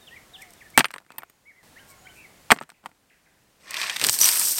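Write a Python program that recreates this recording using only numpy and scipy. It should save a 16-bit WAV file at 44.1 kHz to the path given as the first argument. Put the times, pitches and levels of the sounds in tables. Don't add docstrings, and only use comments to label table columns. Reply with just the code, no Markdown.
import sys
import numpy as np
from scipy import signal
from scipy.io import wavfile

SR = 44100
rng = np.random.default_rng(int(sys.argv[2]) if len(sys.argv) > 2 else 0)


def generate_wav(sig):
    pcm = np.round(np.clip(np.atleast_2d(sig).T, -1, 1) * 32767).astype(np.int16)
    wavfile.write(sys.argv[1], SR, pcm)


N = 202639
TIME = np.arange(N) / SR

# centre in Hz, level in dB, width in Hz.
HOLE_MODES = [(151, -2, 15), (252, -2.5, 26), (306, -3.5, 61), (430, -8.5, 83), (544, -5.5, 55),
              (696, -5.5, 52), (890, -1, 110), (1190, -11.5, 43), (1440, -10.5, 32), (1720, -8, 47)]
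# frequency in Hz, relative level in dB per Hz.
GRIT_TONE = [(2000, -23.5), (4000, -11.5), (5600, -2.5), (6900, -7), (8500, 3), (10300, -10), (12800, -0.5),
             (16000, -13)]


def amp(db):
    return 10 ** (np.asarray(db) / 20)


def unit(x):
    return x / np.sqrt(np.mean(x ** 2) + 1e-20)


def add(mix, s, sound):
    part = mix[max(round(s * SR), 0):][:len(sound)]
    part += sound[:len(part)]


def colour(x, points, scale=1, size=4096):
    hz, db = np.transpose(points)
    hz = hz * scale
    f = abs(np.fft.fftfreq(size, 1 / SR)) + 1
    octaves_below = np.maximum(np.log2(hz[0] / f), 0)
    octaves_above = np.maximum(np.log2(f / hz[-1]), 0)
    gain_db = np.interp(np.log(f), np.log(hz), db) - 10 * (octaves_below + octaves_above)
    log_gain = np.log(amp(gain_db))
    taps = np.fft.ifft(np.exp(signal.hilbert(log_gain).conj())).real
    return signal.oaconvolve(x, taps[:size // 2])[:len(x)]


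def dying(t, t60):
    return np.exp(-np.log(1000) * t / t60)


def struck(x, db, count):
    return amp(db) * x / np.sqrt(np.mean(x[:count] ** 2) + 1e-20)


def swells(rows):
    return sum(amp(db) * np.exp(-((TIME - s) / length) ** 2) for s, db, length in rows)


def hollow(x, modes):
    out = 0
    for hz, db, width in modes:
        out = out + amp(db) * signal.lfilter(*signal.iirpeak(hz, hz / width, fs=SR), x)
    return out


def space(x, t60, gap, tone):
    t = np.arange(SR) / SR
    signs = rng.choice([-1., 1.], SR)
    taps = signs * (rng.random(SR) < 1 / 10) * (t > gap) * dying(t, t60)
    taps = colour(taps, tone)
    return signal.oaconvolve(x, taps / np.linalg.norm(taps))[:N]


def contact(t, t60, crumble, seat=.0005):
    crunch = crumble * rng.standard_normal(len(t)) * dying(t, t60) * np.minimum(t / seat, 1)
    push = np.sinc((t - seat) * SR)
    return crunch + push


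def blow(clack_db, clack_hz, crack_db, thud_db):
    # multiple of the clack pitch, relative level in dB.
    clack_tone = [(.12, -25.5), (.3, -10), (.55, -2.5), (1, 1), (1.5, -5.5), (2.4, -14.5), (4, -31),
                  (8, -54)]
    # frequency in Hz, relative level in dB per Hz.
    crack_tone = [(2500, -26.5), (4500, -1), (6500, -5), (8500, 2), (10500, -10.5), (13500, -6.5),
                  (16000, -14.5)]
    # frequency in Hz, relative level in dB per Hz.
    thud_tone = [(30, -32), (90, -18.5), (160, -0.5), (240, -2), (330, -2), (480, -14.5), (900, -35)]
    t = np.arange(SR // 6) / SR
    clack = colour(contact(t, t60=.019, crumble=0.21), clack_tone, clack_hz)
    crack = colour(contact(t, t60=0.013, crumble=0.3), crack_tone)
    thud = colour(contact(t, t60=0.053, crumble=0.049), thud_tone)
    chips = rng.standard_normal(len(t)) * (rng.random(len(t)) < 1500 / SR) * dying(t, t60=0.094)
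    chips = colour(chips, crack_tone)
    hard = struck(clack, clack_db, count=176) + struck(crack, crack_db, count=176)
    return hard + struck(thud, thud_db - 4.5, count=352) + struck(chips, crack_db - 22.5, count=882)


def ring(modes):
    t = np.arange(SR // 6) / SR
    out = np.zeros(len(t))
    for hz, db, t60 in modes:
        out += amp(db) * np.sqrt(2) * np.sin(2 * np.pi * hz * t) * dying(t, t60)
    return out


def knocks():
    # start in seconds, length in seconds, first level in dB.
    settling = [(.805, .56, -51.5), (2.527, .2, -46.5)]
    knocks_per_s, fade_db_per_s, centre_hz = 20, 36, 1700
    rows = []
    for start, length, db in settling:
        for k, (when, size, pitch) in enumerate(rng.random((30, 3))):
            age = (k + when) / knocks_per_s
            level = db - fade_db_per_s * age + 8 * (size - .5)
            hz = centre_hz * 2 ** (pitch - .5)
            if age < length:
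                rows.append((start + age, level, hz, level - 9, level - 6.5))
    return rows


def pebble_strikes():
    # start in seconds, clack level in dB, crack level in dB.
    strikes = [(3.708, -40, -31.5), (3.742, -28.5, -33.5), (3.768, -25.5, -38.5), (3.815, -22.5, -42),
               (3.897, -22, -35), (3.901, -28, -40), (3.962, -25, -31), (3.966, -25, -33),
               (3.997, -29, -29.5), (4.014, -21, -23.5), (4.04, -17.5, -18), (4.046, -19.5, -19),
               (4.067, -34, -15.5), (4.087, -20, -20), (4.095, -23.5, -13.5), (4.14, -30.5, -23.5),
               (4.129, -39, -24), (4.188, -37.5, -19), (4.205, -41, -20), (4.214, -40, -25),
               (4.232, -22, -23), (4.257, -26, -15), (4.282, -32, -20), (4.289, -24, -14.5),
               (4.396, -38, -19.5), (4.413, -34, -24), (4.583, -27, -23)]
    centre_hz, spread_octaves = 3400, 0.072
    pitches = centre_hz * 2 ** (spread_octaves * rng.standard_normal(len(strikes)))
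    rows = []
    for (s, clack_db, crack_db), hz in zip(strikes, pitches):
        rows.append((s, clack_db, hz, crack_db, clack_db - 29))
    return rows


def rocks():
    # start in seconds, clack level in dB, clack pitch in Hz,
    # crack level in dB, thud level in dB ahead of the 4.5 dB cut in blow().
    main_blows = [(.776, -2, 1590, -7, -18), (.7802, -10.5, 1190, -32, -21),
                  (0.784, -15, 2600, -22.5, -35.5), (0.7916, -16.5, 3210, -18.5, -35),
                  (0.7965, -18.5, 2130, -27, -20.5), (0.8059, -13, 1750, -42, -31.5),
                  (0.8137, -49, 1510, -45, -43), (.8437, -18.5, 2180, -56.5, -55),
                  (.854, -21.5, 1900, -46, -46), (0.8838, -49, 2130, -55, -57), (.906, -38, 1930, -51, -70),
                  (.9128, -49, 2000, -45, -64), (0.939, -31.5, 1740, -57, -58.5),
                  (.961, -36.5, 1224, -61, -60), (.982, -37.5, 2260, -48.5, -62),
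                  (1.104, -43, 1300, -58, -52.5), (1.119, -50, 1870, -52, -60.5),
                  (1.183, -35.5, 1850, -50, -48.5), (1.189, -43, 1750, -61, -62),
                  (1.221, -45, 1350, -62, -58), (1.233, -37, 1250, -66, -65),
                  (1.2979, -55.5, 1870, -56.5, -60.5), (2.5044, -12, 1500, -28, -30.5),
                  (2.5101, -11, 2340, -25, -32), (2.5169, -1.5, 1778, -15.5, -19),
                  (2.5212, -9, 1190, -24, -18.5), (2.562, -40, 1730, -56, -44.5),
                  (2.587, -34.5, 2370, -60, -60), (2.612, -31, 1120, -52.5, -39.5),
                  (2.626, -44, 1320, -53.5, -51), (2.693, -47.5, 1137, -60, -72.5),
                  (2.701, -45, 2300, -49.5, -68), (2.839, -53, 1303, -76, -52.5),
                  (2.8589, -31, 1360, -45.5, -51), (2.864, -42.5, 1327, -53, -47.5),
                  (2.915, -56.5, 1320, -72, -60)]
    # (start in seconds, gain in dB).
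    ringing_stones = [([(9110, -2, 0.03), (11900, -11, 0.022), (14220, -11, .018)], [(.7885, -23),
                      (.801, -26), (.8445, -33), (.856, -29.5)]), ([(9150, -4, 0.03), (11790, -7, 0.026),
                      (14220, 3.5, 0.024)], [(1.183, -29.5), (1.233, -52), (1.2985, -55.5)]),
                      ([(8220, -1, 0.017), (8770, -4.5, 0.021), (13200, -8.5, .012)], [(.778, -22),
                      (.7965, -26), (.9395, -38), (.9615, -44), (1.206, -57), (2.5103, -27),
                      (2.5185, -15.5), (2.604, -49), (2.626, -49), (2.692, -49)]), ([(5945, 4, 0.063),
                      (5860, 1, 0.053), (5770, -5, 0.094), (12750, -20, .05)], [(4.214, -17), (4.228, -30),
                      (4.243, -18.5)]), ([(10830, 4, 0.044)], [(4.374, -26), (4.394, -21.5)])]
    # start in seconds, peak level in dB, length in
    # seconds.
    pushes = [(.7778, -19, .001)]
    direct = np.zeros(N)
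    for s, *row in main_blows + knocks() + pebble_strikes():
        add(direct, s, blow(*row))
    for modes, hits in ringing_stones:
        for s, db in hits:
            add(direct, s, amp(db) * ring(modes))
    wall_tone = [(120, -0.5), (300, 3.5), (1500, -2.5), (5000, -3.5), (15000, -3)]
    tree_tone = [(150, 0.5), (1800, -4), (6000, -7.5), (15000, -13.5)]
    walls = space(direct, t60=0.048, gap=.003, tone=wall_tone)
    trees = space(direct, t60=0.4, gap=0.013, tone=tree_tone)
    answer = amp(-4.5) * hollow(direct, HOLE_MODES) + amp(-22.0) * walls + amp(-46.5) * trees
    return direct + swells(pushes) + answer


def slides():
    # centre in seconds, peak level in dB, length in seconds.
    slide_moments = [(.951, -48, 0.0075), (1.018, -59.5, 0.011), (1.15, -56.5, 0.016),
                     (1.205, -56.5, 0.025), (2.568, -46.5, 0.0053), (2.622, -52, 0.021), (2.85, -54, 0.014),
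                     (2.895, -58, 0.0079)]
    # frequency in Hz, relative level in dB per Hz.
    scrape_tone = [(100, -6), (200, 4), (500, -1.5), (900, 3), (1800, -6.5), (4000, -25.5), (8500, -20),
                   (15000, -24.5)]
    slips = rng.standard_normal(N) * (rng.random(N) < 1800 / SR)
    return swells(slide_moments) * unit(colour(slips, scrape_tone))


def grains(per_s, spread_db, lo_hz, hi_hz, cycles, count=36):
    out, t = np.zeros(N), np.arange(SR // 50) / SR
    for hz in np.geomspace(lo_hz, min(hi_hz, SR / 2.2), count):
        sizes = amp(spread_db * np.minimum(rng.exponential(1, N), 3.5)) * rng.choice([-1, 1], N)
        hits = sizes * (rng.random(N) < per_s / count / SR)
        ping = np.sin(2 * np.pi * hz * t) * dying(t, cycles / hz)
        out += np.sqrt(hz) * signal.oaconvolve(hits, unit(ping))[:N]
    return out


def clumps(per_s, t60, depth):
    jumps = rng.exponential(1, N) * (rng.random(N) < per_s / SR)
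    decay = dying(np.arange(SR // 20) / SR, t60)
    return unit(1 + depth * signal.oaconvolve(np.minimum(jumps, 3), decay)[:N])


def gravel():
    # time in seconds, then levels in dB
    flow = [(3.6, -67.5, -67.5, -66), (3.718, -37.5, -46.5, -59), (3.81, -29.0, -33.5, -56),
            (3.92, -34, -39, -58.0), (3.995, -43.5, -40, -59), (4.022, -29.5, -28.5, -38.5),
            (4.09, -33.5, -28, -40), (4.115, -51, -24.5, -55), (4.146, -39.5, -23, -53.0),
            (4.187, -45, -32.0, -54), (4.215, -33.5, -15.5, -48), (4.294, -26, -19.0, -52),
            (4.311, -32.5, -22, -52.5), (4.52, -40, -20.5, -51.0), (4.551, -47.5, -29, -62),
            (4.59, -35, -22, -52)]
    pour = (3.87, 4.19)
    # frequency in Hz, relative level in dB per Hz.
    pebble_tone = [(250, -24), (600, -10), (1000, -5.5), (2200, -1.5), (3500, -0.5), (5000, -2.5),
                   (8000, -23)]
    # frequency in Hz, relative level in dB per Hz.
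    earth_tone = [(40, -30.5), (80, -14.5), (140, -2.5), (300, 0), (550, -1.5), (1000, -10)]
    # frequency in Hz, gain in dB.
    buried_tone = [(3000, 3), (6000, 4), (9000, -3), (11000, -5.5), (16000, -10.5)]
    # centre in Hz, level in dB, width in Hz.
    blade_modes = [(635, -1, 70), (1110, 0.5, 96), (1850, 0, 270), (2420, -3.5, 220), (4763, -7.5, 1890)]
    s, *levels = np.transpose(flow)
    pebble_db, grit_db, earth_db = (np.interp(TIME, s, level, left=-120) for level in levels)
    free = np.interp(TIME, pour, (0, 1))

    small = unit(grains(per_s=2700, spread_db=3.5, lo_hz=467.5, hi_hz=7300, cycles=6))
    large = unit(grains(per_s=470, spread_db=2.0, lo_hz=840, hi_hz=2966, cycles=59))
    pebbles = colour(small + amp(-5.0) * large, pebble_tone)
    on_blade = amp(-3.5) * pebbles + hollow(pebbles, blade_modes)
    in_hole = pebbles + amp(-3.0) * hollow(pebbles, HOLE_MODES)
    pebbles = free * unit(in_hole) + (1 - free) * unit(on_blade)

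    grit = colour(grains(per_s=5700, spread_db=3.0, lo_hz=2900, hi_hz=15500, cycles=14), GRIT_TONE)
    tick_sizes = amp(4.6 * np.minimum(rng.exponential(1, N), 3))
    ticks = colour(tick_sizes * (rng.random(N) < 450 / SR), GRIT_TONE)
    fine = amp(-2.5) * unit(grit) + amp(-9.0) * unit(ticks)
    fine = free * fine + (1 - free) * colour(fine, buried_tone)

    earth = unit(colour(rng.standard_normal(N), earth_tone))
    bunched = clumps(per_s=200, t60=0.014, depth=0.37)
    pebbles = amp(pebble_db + 0.17) * pebbles * bunched
    fine = amp(grit_db + 0.53) * fine * unit(bunched ** 0.52)
    return pebbles + fine + amp(earth_db + 0.3) * earth


def steps():
    # start in seconds, level in dB.
    footfalls = [(4.025, -44.5), (4.093, -44.5)]
    # frequency in Hz, relative level in dB per Hz.
    boot_tone = [(30, -11), (70, -11), (130, 5.5), (200, -23), (400, -4), (1000, -44)]
    out, t = np.zeros(N), np.arange(SR // 6) / SR
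    for s, db in footfalls:
        thump = colour(contact(t, t60=0.041, crumble=0.019), boot_tone)
        add(out, s, struck(thump, db, count=600))
    return out


def whistles(syllables):
    # start and end in seconds, rate per second, depth in Hz.
    trill = (2.16, 2.243, 72, 190)
    out, (start, stop, per_s, depth_hz) = np.zeros(N), trill
    for s, length, first, middle, last, db in syllables:
        u = np.linspace(0, 1, round(length * SR))
        t = s + u * length
        pitch = np.polyval(np.polyfit([0, .5, 1], [first, middle, last], 2), u)
        pitch += depth_hz * np.sin(2 * np.pi * per_s * (t - start)) * (t > start) * (t < stop)
        note = np.sqrt(2) * np.sin(2 * np.pi * np.cumsum(pitch) / SR)
        arch = abs(np.sin(np.pi * u)) ** 0.88
        add(out, s, amp(db) * arch * note)
    return out


def birds():
    # start in seconds, length in seconds,
    # first, middle and last pitch in Hz, level in dB ahead of the mix gains below.
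    song_syllables = [(0, 0.057, 3930, 3660, 3550, -56), (.066, 0.032, 3850, 3010, 2530, -45),
                      (.105, 0.055, 1790, 1910, 2120, -45.5), (.118, .03, 3450, 3050, 2700, -57),
                      (.158, 0.026, 2500, 2200, 1870, -43), (.333, 0.04, 4000, 3320, 2522, -41.5),
                      (.378, 0.047, 1766, 1756, 2100, -50), (.412, 0.031, 2700, 2140, 1930, -42),
                      (.57, 0.027, 3800, 3500, 2930, -61), (.604, 0.029, 2940, 1980, 1710, -45.5),
                      (.648, 0.033, 1980, 1776, 1720, -50.5), (.736, .052, 1970, 2320, 2080, -41.5),
                      (1.085, 0.056, 1885, 2600, 1720, -56.5), (1.165, 0.07, 2550, 2410, 1680, -57),
                      (1.45, 0.077, 1883, 2260, 1527, -49.5), (1.545, 0.086, 1738, 2060, 1570, -57),
                      (1.757, 0.032, 1650, 1895, 2430, -46), (1.783, 0.0256, 2550, 2970, 3260, -52),
                      (1.79, 0.046, 1465, 1637, 1440, -53.5), (1.89, 0.067, 2270, 2225, 2080, -57.5),
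                      (2.048, 0.028, 1420, 1500, 1620, -52), (2.05, 0.024, 3050, 3100, 3280, -54),
                      (2.066, .014, 1650, 2250, 2340, -41.5), (2.08, 0.039, 2420, 3040, 2945, -53),
                      (2.086, .036, 1500, 1527, 1500, -52.5), (2.15, 0.095, 2430, 2526, 2380, -49),
                      (2.235, 0.031, 2486, 2200, 1830, -46)]
    # start in seconds, length in seconds,
    # first, middle and last pitch in Hz, level in dB ahead of the mix gains below.
    far_calls = [(1.275, .04, 6730, 6730, 6650, -64.5), (1.6, 0.58, 1380, 1409, 1360, -66),
                 (1.85, 0.13, 1169, 1089, 1053, -57), (1.975, .028, 6900, 6820, 6710, -53.5),
                 (2.736, .022, 3150, 2370, 1500, -58), (3.096, .02, 3630, 2093, 1390, -51),
                 (3.255, 0.026, 2880, 1900, 1450, -55.5)]
    # start in seconds, length in seconds,
    # first, middle and last pitch in Hz, level in dB.
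    coos = [(.295, 0.14, 657, 755, 780, -59.5), (.385, 0.16, 778, 730, 650, -61),
            (1.985, .15, 704, 753, 635, -60.5)]
    near, far = whistles(song_syllables), whistles(far_calls)
    leaves = [(700, -9), (1500, -1), (3000, -2), (9000, -0.5), (16000, -4.0)]
    slap = np.zeros(N)
    add(slap, .05, near)
    near_echo = space(near, t60=0.39, gap=0.0095, tone=leaves)
    far_echo = space(far, t60=.58, gap=0.0089, tone=leaves)
    song = amp(-2) * near + amp(-19) * slap + amp(-11.5) * near_echo
    return song + whistles(coos) + amp(-8) * far + amp(-5.5) * far_echo


def hush():
    # start in seconds, end in seconds, depth in dB.
    dips = [(.775, 1.63, 13.5), (2.502, 4.22, 13.5), (4.222, 4.7, 16)]
    # frequency in Hz, relative level in dB per Hz.
    hush_tone = [(25, -4), (60, -0.5), (130, -0.5), (250, -3), (500, -5.5), (700, -5), (1200, -8.5),
                 (1700, -8.5), (2500, -11.5), (5700, -14.5), (8200, -14.5), (11000, -18), (16000, -20)]
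    # centre in seconds, peak level in dB, length in seconds.
    rustles = [(.41, -58, 0.028), (.422, -44, 0.0033), (.507, -50.5, .004), (.536, -46.5, 0.0025),
               (.706, -53, 0.0055), (1.904, -53.5, 0.024), (2.166, -58.5, 0.044)]
    sink_s, creep_db_per_s = .035, 5.5
    level_db = np.full(N, -55.0)
    for start, stop, depth_db in dips:
        age = TIME - start
        remaining_db = np.maximum(depth_db - creep_db_per_s * age, 0)
        level_db -= np.clip(age / sink_s, 0, 1) * remaining_db * (TIME < stop)
    air = amp(level_db) * unit(colour(rng.standard_normal(N), hush_tone))
    crackle = grains(per_s=2000, spread_db=3.5, lo_hz=2497, hi_hz=14790, cycles=4.4, count=10)
    return air + swells(rustles) * unit(colour(crackle, GRIT_TONE))


def scene():
    return (rocks() + slides() + gravel() + steps() + birds() + hush())[None]


def record(dry):
    edge_hz = 16250
    clipped = np.clip(dry, -1, 1)
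    lowpass = signal.firwin(511, edge_hz, window=("kaiser", 9), fs=SR)
    return signal.oaconvolve(clipped, lowpass[None], "same")


dry = scene()
out = record(dry)
generate_wav(out)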